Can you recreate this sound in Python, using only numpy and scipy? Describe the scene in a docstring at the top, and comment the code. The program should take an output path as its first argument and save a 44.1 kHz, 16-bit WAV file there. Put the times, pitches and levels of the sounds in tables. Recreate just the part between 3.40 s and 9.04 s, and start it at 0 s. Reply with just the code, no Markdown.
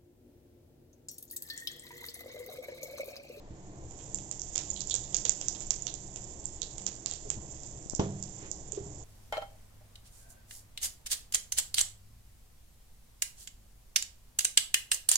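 """A low kitchen rumble and a faint knock; fizz swells as seeds fry in hot oil in a metal pan: steam bubbles as
random clicks over noise. From 0.5 s the pan clicks, thickest at 1 to 2.5 s: seeds bursting and a few strong
late echoes, as ringing clicks plus wall echoes. Knocks from 3.9 s ring worktop modes; two taps by the left
microphone, a dull thump at 4.6 s, a soft noise rustle at 5 s as the fizz surges, last knocks.
The right microphone faces the pan and peaks near 7 kHz; the left is turned away and duller."""
import sys
import numpy as np
from scipy import signal
from scipy.fft import rfft, irfft, next_fast_len
from scipy.io import wavfile
from scipy.ndimage import map_coordinates

SR = 44100
rng = np.random.default_rng(int(sys.argv[2]) if len(sys.argv) > 2 else 0)


def transcribe(u):
    """Save the signal u as a 16-bit wav file named by the first command-line argument.

    u: samples, shape (n,) or (channels, n), limited to [-1, 1]; the rate is SR.
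    q: integer samples, one column per channel.
    """
    v = np.clip(np.atleast_2d(u).T, -1, 1)
    q = np.round(v * 32767).astype(np.int16)
    wavfile.write(sys.argv[1], SR, q)


def decibels_to_gain(level_db):
    """Convert a level in decibels to a linear amplitude gain (20 dB per decade)."""
    exponent = np.asarray(level_db, float) / 20
    return 10 ** exponent


N = 248679


def unit(x):
    """Scales to rms 1 in the last channel."""
    return x / np.sqrt(np.mean(np.atleast_2d(x)[-1] ** 2) + 1e-20)


def along(points, hz):
    """Reads (hz, value) points on a log frequency axis."""
    f, v = np.transpose(points)
    return np.interp(np.log(hz + 1), np.log(f + 1), v)


def level(colour, hz):
    """Gain of a colour, scaled to rms 1 over frequency."""
    return unit(decibels_to_gain(along(colour, hz)))


def curves(rows):
    """One value per sample for each column after the time."""
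    s, *cols = np.transpose(rows)
    return [np.interp(np.arange(N) / SR, s, c) for c in cols]


def wobble(rate_hz):
    """A smooth random curve with rate_hz knots a second."""
    knots = rng.standard_normal(int(N * rate_hz / SR) + 4)
    return map_coordinates(knots, [np.arange(N) * rate_hz / SR])


def filtered(x, response):
    """Applies a complex response of frequency."""
    m = 2 * next_fast_len(x.shape[-1] // 2 + 4096)
    return irfft(rfft(x, m) * response(np.fft.rfftfreq(m, 1 / SR)), m)[..., :x.shape[-1]]


def causal(gain):
    """Minimum-phase response with this gain: nothing sounds before the click."""
    c = irfft(np.log(gain + 1e-5))
    c[..., 1:c.shape[-1] // 2] *= 2
    c[..., c.shape[-1] // 2 + 1:] = 0
    return np.exp(rfft(c))


def add(into, x, start_s):
    """Mixes x in from start_s on."""
    part = into[:, round(start_s * SR):][:, :x.shape[-1]]
    part += x[:, :part.shape[1]]


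# left microphone, turned away, minus right: hz, gain_db
AWAY = [(1200, -4.5), (2000, -2.5), (2800, -7.5), (4000, -17), (5000, -21.5), (5700, -26.5), (6500, -42),
        (7300, -38), (8300, -18)]


def from_pan(x, gain):
    """Colours pan sound, duller at the microphone turned away."""
    return filtered(x, lambda hz: causal(gain(hz) * [decibels_to_gain(along(AWAY, hz)), np.ones(len(hz))]))


# left-right likeness of room noise: hz, correlation
ALIKE = [(30, 1), (130, 0.94), (250, 0.8), (600, 0.95), (1000, 0.63), (1500, 0.74), (3000, 0.04)]


def diffuse(gain):
    """Room noise of rms 1, alike at both microphones in the bass."""
    def response(hz):
        turn = np.arccos(np.clip(along(ALIKE, hz), -1, 1)) / 2
        return gain(hz) * [np.cos(turn), np.sin(turn)]

    mid, side = filtered(rng.standard_normal((2, N)), response)
    return unit(np.array([mid + side, mid - side]))


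def fizz(colour, per_s, spread_db, share):
    """Tiny steam bubbles bursting at random, over the blur of all the smaller ones."""
    size = decibels_to_gain(spread_db * np.minimum(rng.exponential(size=N), 4))
    bursts = (rng.random(N) < per_s / SR) * size * rng.choice([-1, 1], N)
    blur = np.sqrt(1 - share) * rng.standard_normal((2, N))
    froth = np.sqrt(share) * unit(bursts) * [[.3], [1]] + blur
    return unit(from_pan(froth, lambda hz: level(colour, hz)))


# how hard the seeds fry: time_s, fine_fizz_db
FRY = [(0.0, -74), (0.17, -61), (0.4, -56), (0.66, -47.5), (0.97, -44.5), (1.22, -40.5), (1.4, -41.5),
       (1.87, -42), (2.4, -44.5), (3.3, -46), (3.7, -47), (4.46, -47.5), (4.76, -51), (5.04, -44),
       (5.17, -49), (5.64, -48.5)]
# fine fizz colour: hz, gain_db
FINE = [(3000, -40.5), (4200, -29.5), (5000, -14.5), (5600, -8), (6200, -2), (6900, 3.5), (7400, 5.5),
        (7750, -2.5), (8000, -20), (8500, -46.5), (11000, -78.5)]
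# coarse fizz colour: hz, gain_db
COARSE = [(760, -36), (1300, -21.5), (2060, -7), (2230, -13), (3550, -1.5), (4050, -9.5), (5200, 1),
          (6760, -27.5), (11400, -120)]


def sizzle():
    """Fine fizz flutters as the froth moves; coarse fizz sways only with the slow motion."""
    fine_db, = curves(FRY)
    coarse_db = -61.5 + 1.15 * (fine_db + 45)
    froth = wobble(10)
    fine_gain = decibels_to_gain(fine_db + 1.2 * froth + 1.4 * wobble(70))
    fine = fine_gain * fizz(FINE, per_s=900, spread_db=3.3, share=.45)
    coarse = decibels_to_gain(coarse_db + 2.0 * froth) * fizz(COARSE, per_s=160, spread_db=3, share=0.31)
    return fine + coarse


# pan clicks, seeds bursting and a few strong late echoes in rows of their own:
# start_s, strength_db, ring_hz, ring_ms, crack_hz, and relative to the snap:
# crack_db, push_db (low push), echo_db (wall echo)
PAN_CLICKS = [(0.5092, -17.5, 7020, 1.7, 4940, -22, -17, 2), (.5904, -26.5, 7000, 0.54, 3520, 2, 0.5, -2),
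              (.745, -.5, 7260, .97, 5200, -18, -32, 1), (0.7862, -16, 6800, .6, 3470, -2, -9.5, -5),
              (.913, -4, 7300, 0.39, 4760, -10, -18.5, 2), (0.9951, -12.5, 6210, 0.58, 5170, -16, -27, -7),
              (1.0175, -6.5, 6300, .52, 5140, -9, -41, -4), (1.143, -19, 6000, 1.2, 5200, -12, -24, 1),
              (1.1547, -12, 6700, .7, 5240, -6, -5, 4), (1.1584, -1, 7120, 1.1, 5430, 1.5, -13.5, -1),
              (1.179, -1, 6680, .24, 4070, -1, -10.5, 3), (1.3015, -1.5, 6920, 3.3, 3820, -19, -45, 3.5),
              (1.3412, -15, 6800, .89, 5200, -14.5, -37, 0), (1.363, -18, 6790, 1.6, 3520, 18, -15, 2.5),
              (1.3936, -17, 7450, 1.6, 3500, -3, -31, 2), (1.406, -9, 7200, 0.47, 4640, 10, -21, 4.5),
              (1.4143, -16, 6140, .84, 4920, -2, -22, 0), (1.4723, -5, 7160, 1.7, 5170, -21, -38, -3),
              (1.4977, -6.5, 7000, 1.4, 5070, -0.5, -21, 8), (1.5067, -24, 7130, 1.6, 4910, 2, -26, 0),
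              (1.51, -14.5, 6900, 1.4, 3630, 21, -29, 0.5), (1.5143, -6, 7130, 1.1, 3680, -1.5, -33, -1),
              (1.541, 2, 7000, 0.73, 5160, -3.5, -18.5, 2.5), (1.5515, -2, 7400, 0.78, 5170, -14.5, -31, 1),
              (1.561, -5, 6330, 0.84, 3720, -4, -25, -2), (1.64, -15.5, 7000, 1.4, 3740, 5, -28, 2),
              (1.7297, -30, 7220, 0.51, 3300, 15, -8, 1), (1.745, 3.5, 6400, 0.55, 5370, -1, -14.5, -1),
              (1.767, -0.6, 6850, 0.36, 5270, -2, -24, -1), (1.8503, -5, 7140, 1.7, 5500, -8, -32, 3),
              (1.8524, 1, 6730, 0.74, 3800, 0.5, -12, 3), (1.8545, -9, 6900, 1.2, 3900, 7, -24.5, 3),
              (1.8942, 8, 7005, 0.57, 5350, -7.5, -20, -2.5), (2.0132, -5, 6400, .25, 3400, -7, -12, 3),
              (2.0839, 3, 6540, 0.46, 5270, -5, -26.5, -6), (2.1493, -18.5, 7350, 1.7, 3660, 7, -3.5, -0.5),
              (2.2054, -7.5, 7250, 0.54, 5100, -12, -23, -2), (2.211, -14.5, 7400, 1.9, 5060, -9, -7.5, -2),
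              (2.2222, -13.5, 7040, 1.1, 5200, -1, -30, -1), (2.3063, 6, 6740, 0.46, 4950, -6.5, -18, -3),
              (2.4214, -8.5, 6950, 1.4, 5190, -12, -48, -2), (2.4683, -4, 6320, .69, 3620, 8.5, -12, 1.5),
              (2.54, -9, 7100, 0.8, 4940, -3, -28, -2), (2.605, -29, 6460, .8, 5100, 5, -18, -2),
              (2.7597, -10, 7260, 0.45, 5110, -11, -10.5, 0), (2.8192, -19, 7110, 1.2, 5120, -8, -21, 0),
              (3.042, -16.5, 7930, 1.4, 5300, -15, -34, 0), (3.055, -3, 7440, 0.9, 5100, -41, -52, 0),
              (3.2181, -4, 6800, 0.59, 3880, 9, -18.5, 5), (3.3815, -8, 7600, .51, 5000, -7.5, -13.5, -5),
              (3.4642, -6, 7050, 1.2, 5500, -8, -14, 1), (3.4658, -2, 6830, 0.4, 5100, 0, -13, 4),
              (3.66, -3.5, 7300, 0.37, 4770, 4, -11.5, -4), (3.7118, -6, 7250, .7, 3500, 1, -13.5, -2),
              (3.7366, -12.5, 7240, .6, 4730, 7, -19, 0), (3.9019, 1.5, 7240, 0.52, 4960, -11, -14.5, -2),
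              (4.2338, -18.5, 7040, .89, 5000, 2, -18, -2), (4.263, -17, 7390, .6, 5170, -23, -23, 0),
              (4.4976, -6.5, 7100, 0.21, 4970, -8, -49, -1), (4.5498, -3.5, 6900, 0.57, 5400, -8, -47, 3),
              (4.8261, -9, 7100, 0.39, 5400, -3.5, -31, 4.5),
              (5.1145, -4.5, 6730, 0.46, 5400, -6.5, -58, -2),
              (5.3209, -3, 7200, 0.67, 5160, -19, -22.5, -5), (5.349, -23, 6910, 0.54, 4030, 4, -4.5, -6)]
# first wall echoes of a click: delay_ms, level_db
WALLS = [(9.7, -14), (12.2, -13), (14, -21.5), (23.5, -26), (31, -23)]
# snap colour: hz, gain_db
SNAP = [(3000, -35.5), (4500, -19.5), (5400, -7), (6100, -4.5), (6700, -5), (7200, -3), (7600, -4),
        (8600, -39.5), (11000, -61)]
# low push colour: hz, gain_db
PUSH = [(200, -42), (450, 9.5), (1000, -1), (1800, -2.5), (2600, 1), (3400, 4), (4500, -11), (6000, -16.5)]


def pan_clicks():
    """Bursting seeds and a few strong late echoes: ringing clicks, returned by the walls, then the whole room."""
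    out, t = np.zeros((2, N)), np.arange(SR * 2 // 5) / SR
    spit_t60_s, corner_t60_s, room_t60_s = 0.014, 0.23, 0.41
    uneven_db, lumpy_db, treble_db = 3.5, 4, -26
    rise = 1 - np.exp(-(t / 0.0046) ** 4)  # walls are metres off: the tail starts late
    # the near corner empties faster than the room
    fade = rise * (decibels_to_gain(-42.5 - 60 * t / corner_t60_s) + decibels_to_gain(-37.5 - 60 * t / room_t60_s))
    knots_hz = np.arange(0, 9000, 260)
    for start_s, db, ring_hz, ring_ms, crack_hz, crack_db, push_db, echo_db in PAN_CLICKS:
        room_db = -3 - 0.17 * db  # weak clicks come more by the walls
        spit_db = -23 + 0.12 * crack_db  # less crack, less spit
        burst = decibels_to_gain(spit_db - 60 * t / spit_t60_s) * rng.standard_normal((2, len(t)))
        burst[:, 0] = 1  # the click itself

        lumps_db = lumpy_db * np.interp(t * 500, np.arange(201), rng.standard_normal(201))
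        lumps = unit(decibels_to_gain(lumps_db))
        back = decibels_to_gain(room_db) * fade * lumps * [[1.4], [1]] * rng.standard_normal((2, len(t)))
        for delay_ms, wall_db in WALLS:
            echo_gain = decibels_to_gain(room_db + wall_db + echo_db) * decibels_to_gain(rng.normal(0, 1.2))
            add(back, echo_gain * burst[:, :900] * [[1.6], [1]], delay_ms / 1000)

        sharp = 5 * (3500 / crack_hz) ** 1.8  # low cracks ring more clearly
        bumps_db = uneven_db * rng.standard_normal(len(knots_hz))
        bumps_db -= bumps_db.mean()

        def crack(hz):  # sprays upwards
            tilt = np.where(hz > crack_hz, .95, 2)
            return 1 / (1 + (sharp * np.log((hz + 1) / crack_hz)) ** 2) ** tilt

        def ring(hz, skirt):
            peak = (1 + ((hz - ring_hz) * ring_ms / 540) ** 2) ** -1.5
            return unit(decibels_to_gain(along(SNAP, hz)) * (skirt + peak))

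        def rest(hz, more_db):
            return decibels_to_gain(crack_db + more_db) * crack(hz) + decibels_to_gain(push_db) * level(PUSH, hz)

        def straight(hz):
            bumps = decibels_to_gain(np.interp(hz, knots_hz, bumps_db))
            treble = decibels_to_gain(treble_db) * (hz > 8400)  # flat faint click, in the direct sound only
            # the longer the ring, the stronger the crack at its front
            return ring(hz, 0.034) + treble + decibels_to_gain(-5.5) * bumps * rest(hz, 3 * ring_ms)

        def returned(hz):
            return (ring(hz, 0.28) + rest(hz, 2.5)) / (1 + (hz / 8300) ** 30)

        add(out, decibels_to_gain(db) * from_pan(burst[:, :2000] * [[.5], [1]], straight), start_s)
        add(out, decibels_to_gain(db) * from_pan(back, returned), start_s)
    return out


# knocks: start_s, level_db, centre_hz (struck colour), breadth_octaves, left_minus_right_db
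KNOCKS = [(.103, -40.5, 162, 0.7, -7.5), (3.851, -36, 370, 0.49, -4), (3.969, -41.5, 137, 1.2, 2),
          (4.5916, -24.5, 238, 1.357, -2.5), (5.021, -39.5, 396, 0.24, -6), (5.327, -35, 407, 0.09, -9),
          (5.372, -23, 400, 0.12, -3), (5.405, -34.5, 111, 0.47, -3), (5.461, -35, 126, 0.38, 1.5)]
# modes of worktop and room: mode_hz, level_db, t60_s
WORKTOP = [(73.6, -12, 0.6), (102.4, -6.5, 0.93), (138.6, -9.5, 1), (162, -20, 0.8), (189, -9, 0.96),
           (241, -18, 0.2), (327, -13, 0.5), (370, -12.5, 0.18), (407.7, -9, 0.51), (477, -20, 0.29),
           (533, -15, 0.34), (648, -13, 0.51), (718, -14, 0.51), (860, -4.5, 0.16), (945, -8, 0.3),
           (1061, -7, 0.33), (1153, -7.5, .22)]
# clatter colour: hz, gain_db
CLATTER = [(800, -7.5), (1200, -25), (1600, -16.5), (3300, -6), (4500, -12.5), (6000, -1.5), (9000, -28.5)]


def knocks():
    """Soft blows: an inward push rattles briefly and rings the worktop modes near its colour."""
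    out, t = np.zeros((2, N)), np.arange(SR) / SR
    for start_s, db, centre_hz, octaves, pan_db in KNOCKS:
        clatter_db = -57.5 + 22 * octaves  # harder blows are broader and clatter more
        linger_db = 8 * (octaves - 1.23)  # narrow blows die at once, broad ones leave the modes ringing
        rattle_db = 3.5 + 9 * octaves  # narrow blows ring cleanly, broad ones rattle
        attack_s = .0035 / octaves ** 0.25  # narrow, padded blows swell slower

        def near(hz):
            return decibels_to_gain(-6 * (np.log2((hz + 1) / centre_hz) / octaves) ** 2)

        ring = np.zeros(len(t))
        for mode_hz, level_db, t60_s in WORKTOP:
            fade = decibels_to_gain(linger_db - 60 * t / t60_s) + decibels_to_gain(11.0 - 60 * t / 0.05)
            drift_rad = 0.034 * np.cumsum(rng.standard_normal(SR))  # uneven wood blurs each mode
            tone = np.sin(-2 * np.pi * mode_hz * t + drift_rad)
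            ring += near(mode_hz) * decibels_to_gain(level_db) * fade * tone

        noise = rng.standard_normal(SR) + 1.66 * rng.standard_normal((2, SR))
        rattle = noise * (decibels_to_gain(-60 * t / 0.028) + decibels_to_gain(-12.5 - 60 * t / 0.32))
        thud = filtered(rattle, lambda hz: causal(near(hz) + decibels_to_gain(clatter_db) * level(CLATTER, hz)))
        swell = 1 - np.exp(-(t / attack_s) ** 2)
        gain = decibels_to_gain(db + np.array([[pan_db], [-pan_db]]) / 2)
        add(out, gain * swell * (ring + decibels_to_gain(rattle_db) * thud), start_s)
    return out


# fingers shifting beside the left microphone: centre_s, level_db, length_ms
TAPS = [(4.46, -30, 0.74), (4.535, -21.5, 0.31)]


def taps():
    """A single inward push with a slow rebound, almost all on the left."""
    out, t = np.zeros((2, N)), np.arange(-200, 1200) / SR
    for centre_s, db, length_ms in TAPS:
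        push = -np.exp(0.7 - np.hypot(t * 1000 / length_ms, 0.7))
        rebound = 0.21 * np.exp(-((t - .006) / 0.013) ** 2)
        add(out, decibels_to_gain(db) * (push + rebound) * [[1], [.05]], centre_s + t[0])
    return out


# soft rustle away from the pan, one row: centre_s, half_length_s, level_db
RUSTLE = (5.05, 0.049, -55)
# rustle colour: hz, gain_db
RUSTLING = [(800, 3), (1500, 1), (2200, 3), (4500, -8), (6500, -23), (9000, -38)]


def rustle():
    """A short soft swell of dull diffuse noise."""
    centre_s, half_s, db = RUSTLE
    swell = np.exp(-((np.arange(N) / SR - centre_s) / half_s) ** 2)
    return decibels_to_gain(db) * swell * diffuse(lambda hz: decibels_to_gain(along(RUSTLING, hz)))


# rumble colour: hz, gain_db
BODY = [(31, -32.5), (52, 0), (66, -2), (80, -8), (93, -13.5), (130, -3.5), (150, -6.5), (162, -17.5),
        (176, -10), (194, -6.5), (217, -13.5), (329, -6.5), (356, -11.5), (710, -9.5), (1080, -18),
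        (1300, -32), (2400, -41.5), (3120, -55), (5280, -120)]
# standing waves of the kitchen: centre_hz, width_hz, level_db
STANDING = [(69.1, 9.4, 9), (109.8, 18.6, 11.5), (141.7, 20, 3), (189.5, 4.7, 12.5), (326, 115, 1),
            (404, 24, -4)]
# left minus right of the rumble: hz, gain_db
LEAN = [(60, 3), (150, 0), (300, -1), (600, 0.5), (1200, -2.5)]
# deep drift colour: hz, gain_db
DEEP = [(3, -30), (6, -2), (22, 2), (32, -3), (40, -14), (50, -21), (70, -40)]
# microphone hiss colour: hz, gain_db
HISS = [(800, -40), (1100, 3), (1400, 5), (1900, 8), (3000, -4), (4000, -15), (5000, -22), (6200, -17),
        (7500, -7), (9000, -28.5)]


def kitchen():
    """A deep drift, a swaying rumble coloured by standing waves, and faint microphone hiss."""
    def waves(hz):
        return 1 + sum(decibels_to_gain(db) / (1 + (2 * (hz - c) / w) ** 2) for c, w, db in STANDING)

    body = diffuse(lambda hz: decibels_to_gain(along(BODY, hz)) * waves(hz))
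    body = filtered(body, lambda hz: decibels_to_gain(along(LEAN, hz) * [[.5], [-.5]]))
    body_db = [[-50], [-49.5]] + 1 * wobble(5.99)  # left, right
    deep = diffuse(lambda hz: decibels_to_gain(along(DEEP, hz)))
    hiss = unit(filtered(rng.standard_normal((2, N)), lambda hz: decibels_to_gain(along(HISS, hz))))
    return decibels_to_gain(-51.5) * deep + decibels_to_gain(body_db) * body + decibels_to_gain([[-70], [-76]]) * hiss


def scene():
    """Sums the pan, the blows, the rustle and the room."""
    return sizzle() + pan_clicks() + knocks() + taps() + rustle() + kitchen()


def band_limit(x):
    """A steep low-pass at the top of the band."""
    return signal.sosfilt(signal.butter(12, 14960, fs=SR, output="sos"), x)


# arrival delay, left then right: delay_s
EDGE_DELAY_S = [
    [.00073],
    [.0005],
]
# band edge, left then right: edge_hz
TOP_HZ = [
    [7420],
    [8070],
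]


def record(dry):
    """A steep band edge smears each click both ways in time; the left hears all a little later."""
    def edge(hz):
        gain = 1 / np.sqrt(1 + (hz / TOP_HZ) ** 80) + decibels_to_gain(-30)
        return gain * np.exp(-2j * np.pi * hz * EDGE_DELAY_S)

    electronics = decibels_to_gain(-88.5) * rng.standard_normal((2, N))  # broad, also past the band edge
    mix = filtered(dry, edge) + electronics
    return band_limit(mix)


dry = scene()
out = record(dry)
transcribe(out)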